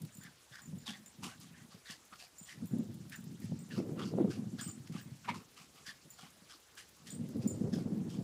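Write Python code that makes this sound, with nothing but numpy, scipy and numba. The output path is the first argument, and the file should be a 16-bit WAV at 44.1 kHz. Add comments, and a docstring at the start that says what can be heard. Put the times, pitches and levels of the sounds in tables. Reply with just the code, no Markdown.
"""Small dog galloping on a lawn

A small dog gallops round, panting once a stride: breath noise through throat, nose and mouth resonances.
The metal tags on its collar clink as struck, ringing modes; its paws swish through the grass in short
puffs of noise. Gusts buffet the microphone with rumble, turbulence and single thumps, over a steady
outdoor hiss of coloured noise. Dull echoes follow the dog."""
import sys
import numpy as np
from scipy import signal
from scipy.io import wavfile
from numba import njit

SR = 44100
rng = np.random.default_rng(int(sys.argv[2]) if len(sys.argv) > 2 else 0)


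def dump_mix(stems):
    """Bounce the given channels to the path in sys.argv[1] as a 16-bit WAV at rate SR."""
    frames = np.atleast_2d(stems).T  # one column per channel
    limited = np.clip(frames, -1, 1)  # hard clip at full scale
    pcm = np.round(limited * 32767).astype(np.int16)
    wavfile.write(sys.argv[1], SR, pcm)


N = 363316
TIME = np.arange(N) / SR

# outdoor air spectrum: pitch_hz [Hz], level_db [dB per Hz, relative]
AIR_SPECTRUM = [(15, -50), (25, -36), (64, 6.5), (129, -4.5), (174, 2.5), (291, -30.5), (370, -3),
                (727, -3.5), (1000, -3), (2800, -6.5), (3290, -5.5), (6990, -5.5), (15700, -17.5)]
AIR_DB = -64.5

# gust envelope, before thinning and the port: start_s [s], rumble_db [dB], turbulence_db [dB]
GUSTS = [(0.0, -46.5, -83), (0.15, -69, -89), (0.34, -64.5, -77), (0.46, -93, -79), (0.66, -62, -85),
         (0.72, -52, -72), (0.75, -66, -72), (0.79, -56, -72), (0.85, -63, -82), (1.0, -58.5, -97),
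         (1.12, -68, -99), (1.26, -46, -54), (1.35, -60.5, -94), (1.7, -63.5, -68), (1.82, -84, -75),
         (2.5, -73.5, -75.5), (2.62, -45, -68), (2.68, -48.5, -73), (2.75, -39, -61), (2.9, -46, -60),
         (3.17, -52.5, -100), (3.67, -50.5, -80), (3.8, -39.5, -39), (4.11, -40.5, -49.5),
         (4.22, -39.5, -32), (4.36, -41, -51), (4.46, -43, -59), (4.58, -54, -81), (4.9, -52.5, -65),
         (5.2, -63, -110), (5.3, -42.5, -55), (5.38, -51, -59), (5.46, -69.5, -71.5), (6.4, -68.5, -78),
         (6.54, -83, -77.5), (7.0, -69.5, -78.5), (7.16, -41.5, -60.5), (7.5, -38, -46.5),
         (7.7, -37.5, -44.5), (7.82, -39.5, -48.5), (7.92, -37, -38), (8.0, -38.5, -51),
         (8.24, -41.5, -50.5)]
# eddies hitting the port: start_s [s], peak_db [dB], pitch_hz [Hz], snap_db [dB]
BUFFETS = [(0.032, -31.5, 171, -69), (0.154, -47, 186, -67), (0.182, -36, 167, -70),
           (0.249, -39.5, 165, -64), (0.058, -37, 170, -62), (0.511, -43.5, 135, -61),
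           (0.675, -35, 141, -67), (0.728, -29, 167, -46), (0.77, -34, 140, -45), (0.883, -35, 230, -66),
           (1.184, -39, 161, -61), (1.229, -32.5, 176, -50), (1.388, -40.5, 156, -71),
           (1.429, -42.5, 182, -66), (1.511, -41, 164, -66), (1.612, -44, 137, -66), (1.687, -46, 186, -64),
           (1.744, -38.5, 165, -47), (1.897, -39, 199, -60), (2.122, -46.5, 207, -63),
           (2.411, -40, 181, -72), (2.574, -36, 135, -64), (2.71, -26.5, 159, -61),
           (2.754, -28.5, 218, -54), (2.787, -27, 196, -56), (2.891, -48, 136, -60),
           (3.187, -39.5, 212, -64), (3.0, -36, 160, -62), (3.04, -41, 170, -62), (3.31, -34, 170, -60),
           (3.267, -29, 164, -61), (3.441, -25.5, 178, -58), (3.495, -32, 170, -58),
           (3.516, -22.5, 169, -30), (3.585, -33, 159, -62), (3.718, -39.5, 184, -46),
           (3.769, -26, 143, -37), (3.798, -28, 274, -25), (3.888, -31, 257, -36), (4.135, -28, 294, -23),
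           (4.182, -29, 274, -15), (4.199, -22, 198, -19), (4.241, -24, 202, -21.5),
           (4.372, -25.5, 244, -44), (4.435, -35, 144, -38), (4.53, -27.5, 194, -66),
           (4.579, -33.5, 135, -61), (4.663, -27.5, 182, -53), (4.799, -32.5, 134, -54),
           (4.897, -28.5, 160, -58), (4.95, -25.5, 205, -40), (5.004, -39, 154, -59),
           (5.057, -33, 145, -67), (5.116, -32, 128, -67), (5.284, -35, 202, -50), (5.316, -33.5, 232, -44),
           (5.879, -44.5, 181, -53), (6.05, -45.5, 158, -61), (6.23, -42, 178, -59), (6.42, -45, 174, -67),
           (7.014, -49, 151, -60), (7.127, -31, 188, -52), (7.154, -40, 180, -57), (7.193, -26.5, 204, -60),
           (7.267, -36, 161, -54), (7.357, -24, 250, -51), (7.43, -41, 155, -37), (7.463, -22.5, 186, -32),
           (7.514, -33, 185, -41), (7.609, -22.5, 198, -51), (7.639, -26, 195, -39), (7.73, -22, 198, -47),
           (7.764, -22, 186, -33), (7.782, -24, 231, -28), (7.857, -21, 171, -36), (7.92, -21, 188, -36),
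           (8.186, -21, 181, -50)]
# deep gust noise: pitch_hz [Hz], level_db [dB per Hz, relative]
RUMBLE_SPECTRUM = [(15, -69), (25, 8), (54, -16), (104, 4.5), (135, 4), (184, 7.5), (253, -3.5),
                   (358, -20.5), (568, -58), (700, -64), (910, -56), (1540, -120)]
# brighter gust noise: pitch_hz [Hz], level_db [dB per Hz, relative]
TURBULENCE_SPECTRUM = [(150, 3), (300, 18.5), (450, 11.5), (700, -9), (1100, -44), (2000, -19), (4000, -85)]
# as the rumble envelope climbs from calm to strong, the share of its deepest part shed grows from 0 to this
CALM_DB, STRONG_DB, THINNING = -52.5, -30, 0.74
# each eddy trails a swell of gust noise: level under its peak, time to its height
WAKE_DB, WAKE_S, WAKE_TURBULENCE_DB = -22, 0.016, -28.5

# paws in grass: start_s [s], level_db [dB], body_db [dB over the top band]
SWISHES = [(0.0176, -46, -32), (0.049, -51.5, -2), (0.2344, -50.5, -1.5), (0.5544, -60, 11),
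           (0.7751, -63, -5), (1.06, -54.5, -1), (1.3992, -51, -9), (1.4644, -64, -1), (2.0507, -56, -25),
           (2.156, -65, 11), (2.6565, -50, -27), (2.7821, -55, -7), (2.9416, -52.5, -22),
           (3.0957, -47, -12), (3.2394, -51, -17), (3.3139, -64, -3), (3.4, -51, -16), (3.6895, -55, -8),
           (4.872, -63.5, 14.5), (4.9222, -57.5, 5.5), (5.5428, -59, -6), (5.757, -63, 5), (6.303, -56, -5),
           (6.5994, -58, -3), (6.7516, -54, -16), (6.8886, -52, -16), (6.965, -56, -10), (7.287, -54, -9),
           (7.3662, -57, -1), (7.7483, -55, -2)]
# the snap of the blades, then their quieter settling
SWISH_RISE_S, SWISH_T60_S, SETTLE_DB, SETTLE_T60_S = 0.0019, 0.025, -20, 0.15

# tags touching: start_s [s], low_pair_db [dB], middle_pair_db [dB], overtone_db [dB], top_pair_db [dB]
CLINKS = [(0.1226, -53, -65, -79, -68), (0.1494, -52, -62, -61, -63), (0.1694, -50, -64, -55, -69),
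          (0.2104, -50, -69, -68, -65), (0.618, -47.5, -60, -80, -63), (0.6519, -60, -77, -82, -76),
          (0.7841, -54, -70, -78, -63), (1.0595, -49.5, -61, -67, -75), (2.3825, -44.5, -57, -59, -58),
          (2.3994, -49, -53.5, -74, -61), (2.4294, -49, -62, -76, -58), (2.6694, -56, -66, -58, -60),
          (2.7194, -60, -78, -76, -76), (2.7846, -59, -76, -66, -67), (3.1577, -48, -61, -66, -58),
          (3.5897, -51.5, -57.5, -75, -63), (4.6109, -37, -44.5, -55, -54), (4.6324, -65, -57, -64, -61),
          (4.6568, -56, -63, -71, -66), (4.6773, -38, -47.5, -69, -55), (4.7127, -49, -54, -77, -63),
          (5.012, -66, -64, -73, -59), (6.103, -50, -63, -64, -57), (7.1033, -44.5, -49, -61, -58),
          (7.4754, -37.5, -45, -80, -54)]
# ringing modes of the tags, one group per level column of CLINKS:
# pitch_hz [Hz], level_db [dB over that column], t60_s [s]
TAG_MODES = [
    [(7065, -11, .1), (7115, -8, .16), (7200, -15, .14)],
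    [(8077, -4, .24), (8126, -3, .24)],
    [(10310, -6, .07), (12790, -2, .08)],
    [(14766, -3, .09), (14890, -8, .06), (15010, -3, .08)],
]

# pants: start_s [s], length_s [s], onset_db [dB], end_db [dB], throat_onset_hz [Hz], throat_end_hz [Hz],
# lower_mouth_hz [Hz, mid-pant], then mid-pant levels over the breath:
# throat_db [dB], upper_mouth_db [dB], nose_db [dB], hiss_db [dB]
PANTS = [(0.214, 0.053, -72.5, -67.5, 1770, 1590, 3350, 8.5, -4, -1, -6),
         (0.524, 0.078, -63.5, -68.5, 1680, 1680, 3250, 8.5, 0, -2, -6),
         (0.868, 0.041, -49, -50.5, 1700, 1690, 3450, -6, -5, -9, -6),
         (0.923, 0.044, -58.5, -67, 1750, 1840, 3360, 4.5, -1, 0, -6),
         (1.237, 0.094, -51, -70, 935, 1620, 2840, 7, -3, 1.5, 4),
         (1.412, 0.031, -75.5, -81, 1340, 1340, 2960, 3, 11, 9, 16.5),
         (1.545, .07, -72, -73.5, 1750, 1650, 3050, 7, -10, -5, -14),
         (1.708, 0.023, -73, -71, 1350, 1470, 2900, 0, 5.5, 2.5, 3),
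         (1.859, 0.039, -61.5, -55.5, 1750, 1800, 3450, 2, -2, -23, -7),
         (1.903, 0.024, -54, -59.5, 1780, 1860, 2980, 1.5, 3, -5, 1.5),
         (2.132, 0.014, -60.5, -74, 1270, 1250, 2760, 12, 3.5, 0, -19),
         (2.195, 0.053, -59, -65, 1620, 1690, 2560, -7, 4.5, -6, -1),
         (2.459, 0.032, -75, -69, 1760, 1790, 3130, -2, 2, 1, 9.5),
         (2.493, 0.034, -63, -64.5, 1820, 1800, 3100, 9.5, 2, -19, 3),
         (3.125, 0.049, -55.5, -69.5, 1710, 1700, 2500, 8, -7, -27, 0),
         (3.42, 0.042, -71.5, -71.5, 1800, 1710, 2380, 3, 1, -16, 5),
         (3.711, 0.075, -58, -56, 1800, 1210, 2800, 0, -4, -28, -10),
         (3.96, .03, -71, -61, 1360, 1330, 2820, 6, -11, -13, -17),
         (3.996, 0.049, -49, -57.5, 1290, 1100, 2950, 1, -6, -6.5, -18),
         (4.052, .045, -61, -69.5, 1530, 1110, 2750, 1, 8.5, -13.5, -8),
         (4.307, 0.061, -57, -69, 1510, 1610, 2830, -2, 5.5, 1.5, -4),
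         (4.591, 0.11, -56, -69.5, 1660, 1310, 3120, 1.5, 4, -1.5, -8),
         (4.935, 0.062, -66.5, -60.5, 1250, 1640, 2950, -1, -0.5, 2.5, -3.5),
         (5.251, 0.023, -56.5, -68, 1570, 1410, 2700, 4.5, -9, -2.5, -13),
         (5.29, 0.032, -42, -57.5, 940, 905, 2220, 4.5, -34, -9, -16),
         (5.345, 0.067, -59, -73.5, 960, 1160, 2830, 6.5, 4.5, 2, 0),
         (5.572, 0.069, -61.5, -69.5, 1290, 1310, 2600, -2.5, -1.5, -3, 0),
         (5.761, .035, -69.5, -71.5, 1200, 1190, 2850, -1, 1, 6.5, -6),
         (5.867, 0.038, -59.5, -62.5, 1840, 1760, 3330, 8, 8, -4, 1),
         (6.187, 0.083, -64, -69.5, 1440, 1340, 3150, -2, 2, 3, -1),
         (6.499, 0.048, -65, -72, 1550, 1260, 3100, 2.5, 6.5, -2, 2),
         (6.780, 0.047, -56, -68.5, 1610, 1690, 3080, 1, -5, -8, 3.5),
         (7.07, 0.073, -60.5, -72.5, 1900, 1500, 3250, -0.5, 0, -7, 5),
         (7.421, .055, -63.5, -75, 1460, 1100, 2530, -7, 3.5, -8, 1),
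         (7.732, 0.086, -61.5, -71.5, 1750, 1400, 3350, 2, 7.5, -1, -12),
         (8.101, 0.091, -60, -72, 1610, 1290, 3120, -11, -1, -8, -4)]
# steady nasal resonances: pitch_hz [Hz], width_hz [Hz], level_db [dB]
NOSE_RESONANCES = [(794, 60, -14), (1143, 51, -10), (2180, 570, -11.5)]
# level change of each part against the breath, from onset to end
THROAT_SWELL_DB, UPPER_SWELL_DB, NOSE_SWELL_DB, HISS_SWELL_DB = 0.5, 1.5, 6.5, 1
PANT_RISE_DB_PER_S, PANT_FALL_DB_PER_S = 1500, 414   # before the onset, after the end
LOWER_MOUTH_WIDTH_HZ, UPPER_MOUTH_WIDTH_HZ, UPPER_MOUTH_HZ = 330, 650, 4750
MOUTH_SAG_HZ_PER_S = 2200   # the lower mouth resonance sinks through a pant

TOP_STOP_HZ = 16050   # 60 dB down from here upward


def amp(db):
    """Turn dB into gain."""
    return 10 ** (np.asarray(db) / 20)


def rms_one(x):
    """Scale to rms 1."""
    return x / np.sqrt(np.mean(x ** 2) + 1e-20)


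def drift(corner_hz):
    """Slow random wavering of spread 1: noise through two one-pole low-passes, made at an eighth of SR."""
    r = np.exp(-16 * np.pi * corner_hz / SR)
    noise = rng.standard_normal(N // 8 + 4002)
    slow = signal.lfilter([1], [1, -2 * r, r * r], noise)[4000:]   # drop the run-in
    return np.interp(np.arange(N) / 8, np.arange(len(slow)), rms_one(slow))


def band(x, low_hz, high_hz):
    """Band-pass, kept below the Nyquist limit."""
    edges = [low_hz, min(high_hz, .49 * SR)]
    return signal.sosfilt(signal.butter(2, edges, "band", fs=SR, output="sos"), x)


def coloured(spectrum, patchy_db, flicker_hz):
    """Noise in half-octave bands, each with its own level and flicker; rms 1."""
    hz, level_db = np.transpose(spectrum)
    edges = 22 * 2 ** np.arange(0, 10, .5)
    white = rng.standard_normal((2, N))   # neighbouring bands take different noise
    out = 0
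    for k, (low, high) in enumerate(zip(edges, edges[1:])):
        band_db = np.interp(np.log(low * high) / 2, np.log(hz), level_db, right=-90)
        if band_db > -90:
            out = out + amp(band_db + patchy_db * drift(flicker_hz)) * band(white[k % 2], low, high)
    return rms_one(out)


def ring(clicks, hz, t60_s):
    """A decaying mode: each unit click sets off a sine of height 1."""
    r = amp(-60 / (t60_s * SR))
    w = 2 * np.pi * hz / SR
    return signal.lfilter([0, np.sin(w)], [1, -2 * r * np.cos(w), r * r], clicks + 1e-18)


@njit
def moving_resonance(x, cosine, r):
    """Two-pole resonance whose centre moves from sample to sample."""
    out = np.zeros(len(x))
    for i in range(2, len(x)):
        out[i] = x[i] - x[i - 2] + 2 * r * cosine[i] * out[i - 1] - r * r * out[i - 2]
    return out


def formant(air, hz, width_hz):
    """Noise through a resonance that follows a pitch curve and trembles about it; rms 1."""
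    hz = hz * (1 + 0.052 * drift(24))
    return rms_one(moving_resonance(air, np.cos(2 * np.pi * hz / SR), np.exp(-np.pi * width_hz / SR)))


def outdoor_air():
    """Steady outdoor hiss: coloured noise whose bands flicker slightly."""
    return amp(AIR_DB) * coloured(AIR_SPECTRUM, patchy_db=2.14, flicker_hz=20.0)


def buffet(since, peak_db, hz, snap_db, cycles=4.1, sharp=1.85, snap_hz=520, snap_t60_s=0.0093):
    """An eddy's push rises within a cycle and rings out, 30 dB down after `cycles`; its crest snaps."""
    rise = np.tanh(hz * since * sharp)
    push = amp(peak_db - 30 * hz * since / cycles) * np.cos(2 * np.pi * hz * since)
    late = np.maximum(since - 0.967 / hz, 0)   # the snap waits nearly one cycle
    snap = amp(snap_db - 60 * late / snap_t60_s) * np.sin(2 * np.pi * snap_hz * late)
    return rise * push + snap * np.tanh(1.6 * snap_hz * late)


def wind(lumpy_db=4.0, port_hz=110):
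    """Eddies shed at the microphone port: lumpy rumble, thinner deep down in strong gusts, and thumps."""
    s, rumble_db, turbulence_db = np.transpose(GUSTS)
    rumble_db = np.interp(TIME, s, rumble_db)
    turbulence_db = np.interp(TIME, s, turbulence_db)
    lumps = rms_one(amp(lumpy_db * np.tanh(drift(29.3))))
    rumble = coloured(RUMBLE_SPECTRUM, patchy_db=3.0, flicker_hz=10.9)
    strong = np.clip((rumble_db - CALM_DB) / (STRONG_DB - CALM_DB), 0, 1)
    rumble = rumble - THINNING * strong * band(rumble, 39, 173)
    turbulence = coloured(TURBULENCE_SPECTRUM, patchy_db=4.0, flicker_hz=27.4)
    out = lumps * (amp(rumble_db) * rumble + amp(turbulence_db) * turbulence)
    stirred = lumps * (rumble + amp(WAKE_TURBULENCE_DB) * turbulence)
    for start_s, peak_db, hz, snap_db in BUFFETS:
        i = int(start_s * SR)
        since = TIME[:min(N - i, SR // 5)]
        span = slice(i, i + len(since))
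        swell = since / WAKE_S * np.exp(1 - since / WAKE_S)
        wake = amp(peak_db + WAKE_DB) * swell * stirred[span]
        out[span] += buffet(since, peak_db, hz, snap_db) + wake
    # the vented capsule passes little below its corner
    return signal.sosfilt(signal.butter(3, port_hz, "high", fs=SR, output="sos"), out)


def grass(rustle_per_s=14, rustle_db=-82, spread_db=4.5, rustle_t60_s=.04):
    """Blades snap back under the paws: short dying puffs, with faint rustles scattered throughout."""
    noise = rng.standard_normal((2, N))
    top = rms_one(band(noise[0], 5600, 24000))
    body = rms_one(band(noise[1], 1570, 6600))
    out = np.zeros(N)
    for s, level_db, body_db in SWISHES:
        i = int(s * SR)
        span = slice(i, min(N, i + SR // 10))
        since = TIME[span] - s
        snap = amp(level_db - 60 * since / SWISH_T60_S) * np.tanh(since / SWISH_RISE_S)
        settle = amp(level_db + SETTLE_DB - 60 * since / SETTLE_T60_S)
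        out[span] += (snap + settle) * (top[span] + amp(body_db) * body[span])
    tick_db = rustle_db + spread_db * np.minimum(rng.exponential(1, N), 3)
    ticks = (rng.random(N) < rustle_per_s / SR) * amp(tick_db)
    rustle = signal.lfilter([1], [1, -amp(-60 / (rustle_t60_s * SR))], ticks)
    return out + rustle * (top + 0.49 * body)


def tags(chatter_db=-9, chatter_s=.05, swing_db=3.5):
    """Each touch strikes the modes of two thin discs; they chatter briefly and waver as they swing."""
    rows = np.array(CLINKS)
    out = np.zeros(N)
    after_s = chatter_s * rng.random((len(rows), 3))   # three small touches after each clink
    first = (rows[:, 0] * SR).astype(int)
    later = ((rows[:, :1] + after_s) * SR).astype(int)
    for column, modes in enumerate(TAG_MODES, start=1):
        for hz, level_db, t60_s in modes:
            blow = amp(rows[:, column] + level_db)
            clicks = np.zeros(N)
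            clicks[first] = blow
            clicks[later] += blow[:, None] * amp(chatter_db) * rng.standard_normal(after_s.shape)
            mode = band(ring(clicks, hz, t60_s), .95 * hz, 1.05 * hz)
            out += mode * amp(swing_db * drift(60))
    return out


def pant_curves():
    """Breath level, throat and lower mouth pitch, and part levels, taken from the loudest pant at each moment."""
    columns = np.transpose(PANTS)[:, :, None]
    s, length, onset_db, end_db, onset_hz, end_hz, mouth_hz, throat_db, high_db, nose_db, hiss_db = columns
    frames = TIME[::32]
    since = frames - s
    along = np.clip(since / np.maximum(length, .005), 0, 1)   # 0 at the onset, 1 at the end
    middle = along - .5
    rise_db = PANT_RISE_DB_PER_S * np.minimum(since, 0)
    fall_db = PANT_FALL_DB_PER_S * np.maximum(since - length, 0)
    breath_db = onset_db + along * (end_db - onset_db) + rise_db - fall_db
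    loudest = breath_db.argmax(axis=0)[None]
    curves = [breath_db,
              onset_hz + along * (end_hz - onset_hz),
              mouth_hz - MOUTH_SAG_HZ_PER_S * length * middle,
              throat_db + THROAT_SWELL_DB * middle,
              high_db + UPPER_SWELL_DB * middle,
              nose_db + NOSE_SWELL_DB * middle,
              hiss_db + HISS_SWELL_DB * middle]
    return [np.interp(TIME, frames, np.take_along_axis(c, loudest, axis=0)[0]) for c in curves]


def panting(throat_width_hz=170, broad_db=-9, rough_db=1.5, patchy_db=2.5):
    """Air rushing through throat, nose and open mouth; the flow flutters and the resonant parts waver."""
    breath_db, throat_hz, low_hz, throat_db, high_db, nose_db, hiss_db = pant_curves()
    air = rng.standard_normal((4, N))
    throat = formant(air[0], throat_hz, throat_width_hz)
    nose = 0
    for hz, width_hz, db in NOSE_RESONANCES:
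        nose = nose + amp(db + patchy_db * drift(17)) * formant(air[1], hz + 0 * TIME, width_hz)
    # each mouth resonance sits on some broad breath noise
    low = formant(air[2], low_hz, LOWER_MOUTH_WIDTH_HZ)
    low = low + amp(broad_db) * rms_one(band(air[0], 2100, 4370))
    high = formant(air[1], UPPER_MOUTH_HZ + 0 * TIME, UPPER_MOUTH_WIDTH_HZ)
    high = high + amp(broad_db) * rms_one(band(air[0], 3500, 5100))
    voice = amp(hiss_db) * rms_one(band(air[3], 2670, 9060))
    parts = [(throat_db, band(throat, 770, 3850)), (nose_db, nose),
             (0, band(low, 1600, 5250)), (high_db, band(high, 4780, 15000))]
    for db, part in parts:
        voice = voice + amp(db + patchy_db * drift(25.0)) * rms_one(part)
    flutter_db = rough_db * rms_one(band(air[3], 40, 163))
    return amp(breath_db + flutter_db) * voice


def scene():
    """Dog close by, with dull echoes from wall and fence; wind and air around."""
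    dog = panting() + tags() + grass()
    dull = band(dog, 430, 4300)
    for lag_s, echo_db in [(.021, -19), (.047, -23.5), (.083, -35.5)]:
        lag = int(lag_s * SR)
        dog[lag:] += amp(echo_db) * dull[:-lag]
    return (outdoor_air() + wind() + dog)[None]


def record(dry):
    """Cut the extreme top with a steep low-pass."""
    return signal.sosfilt(signal.cheby2(16, 60, TOP_STOP_HZ, fs=SR, output="sos"), dry)


dry = scene()
out = record(dry)
dump_mix(out)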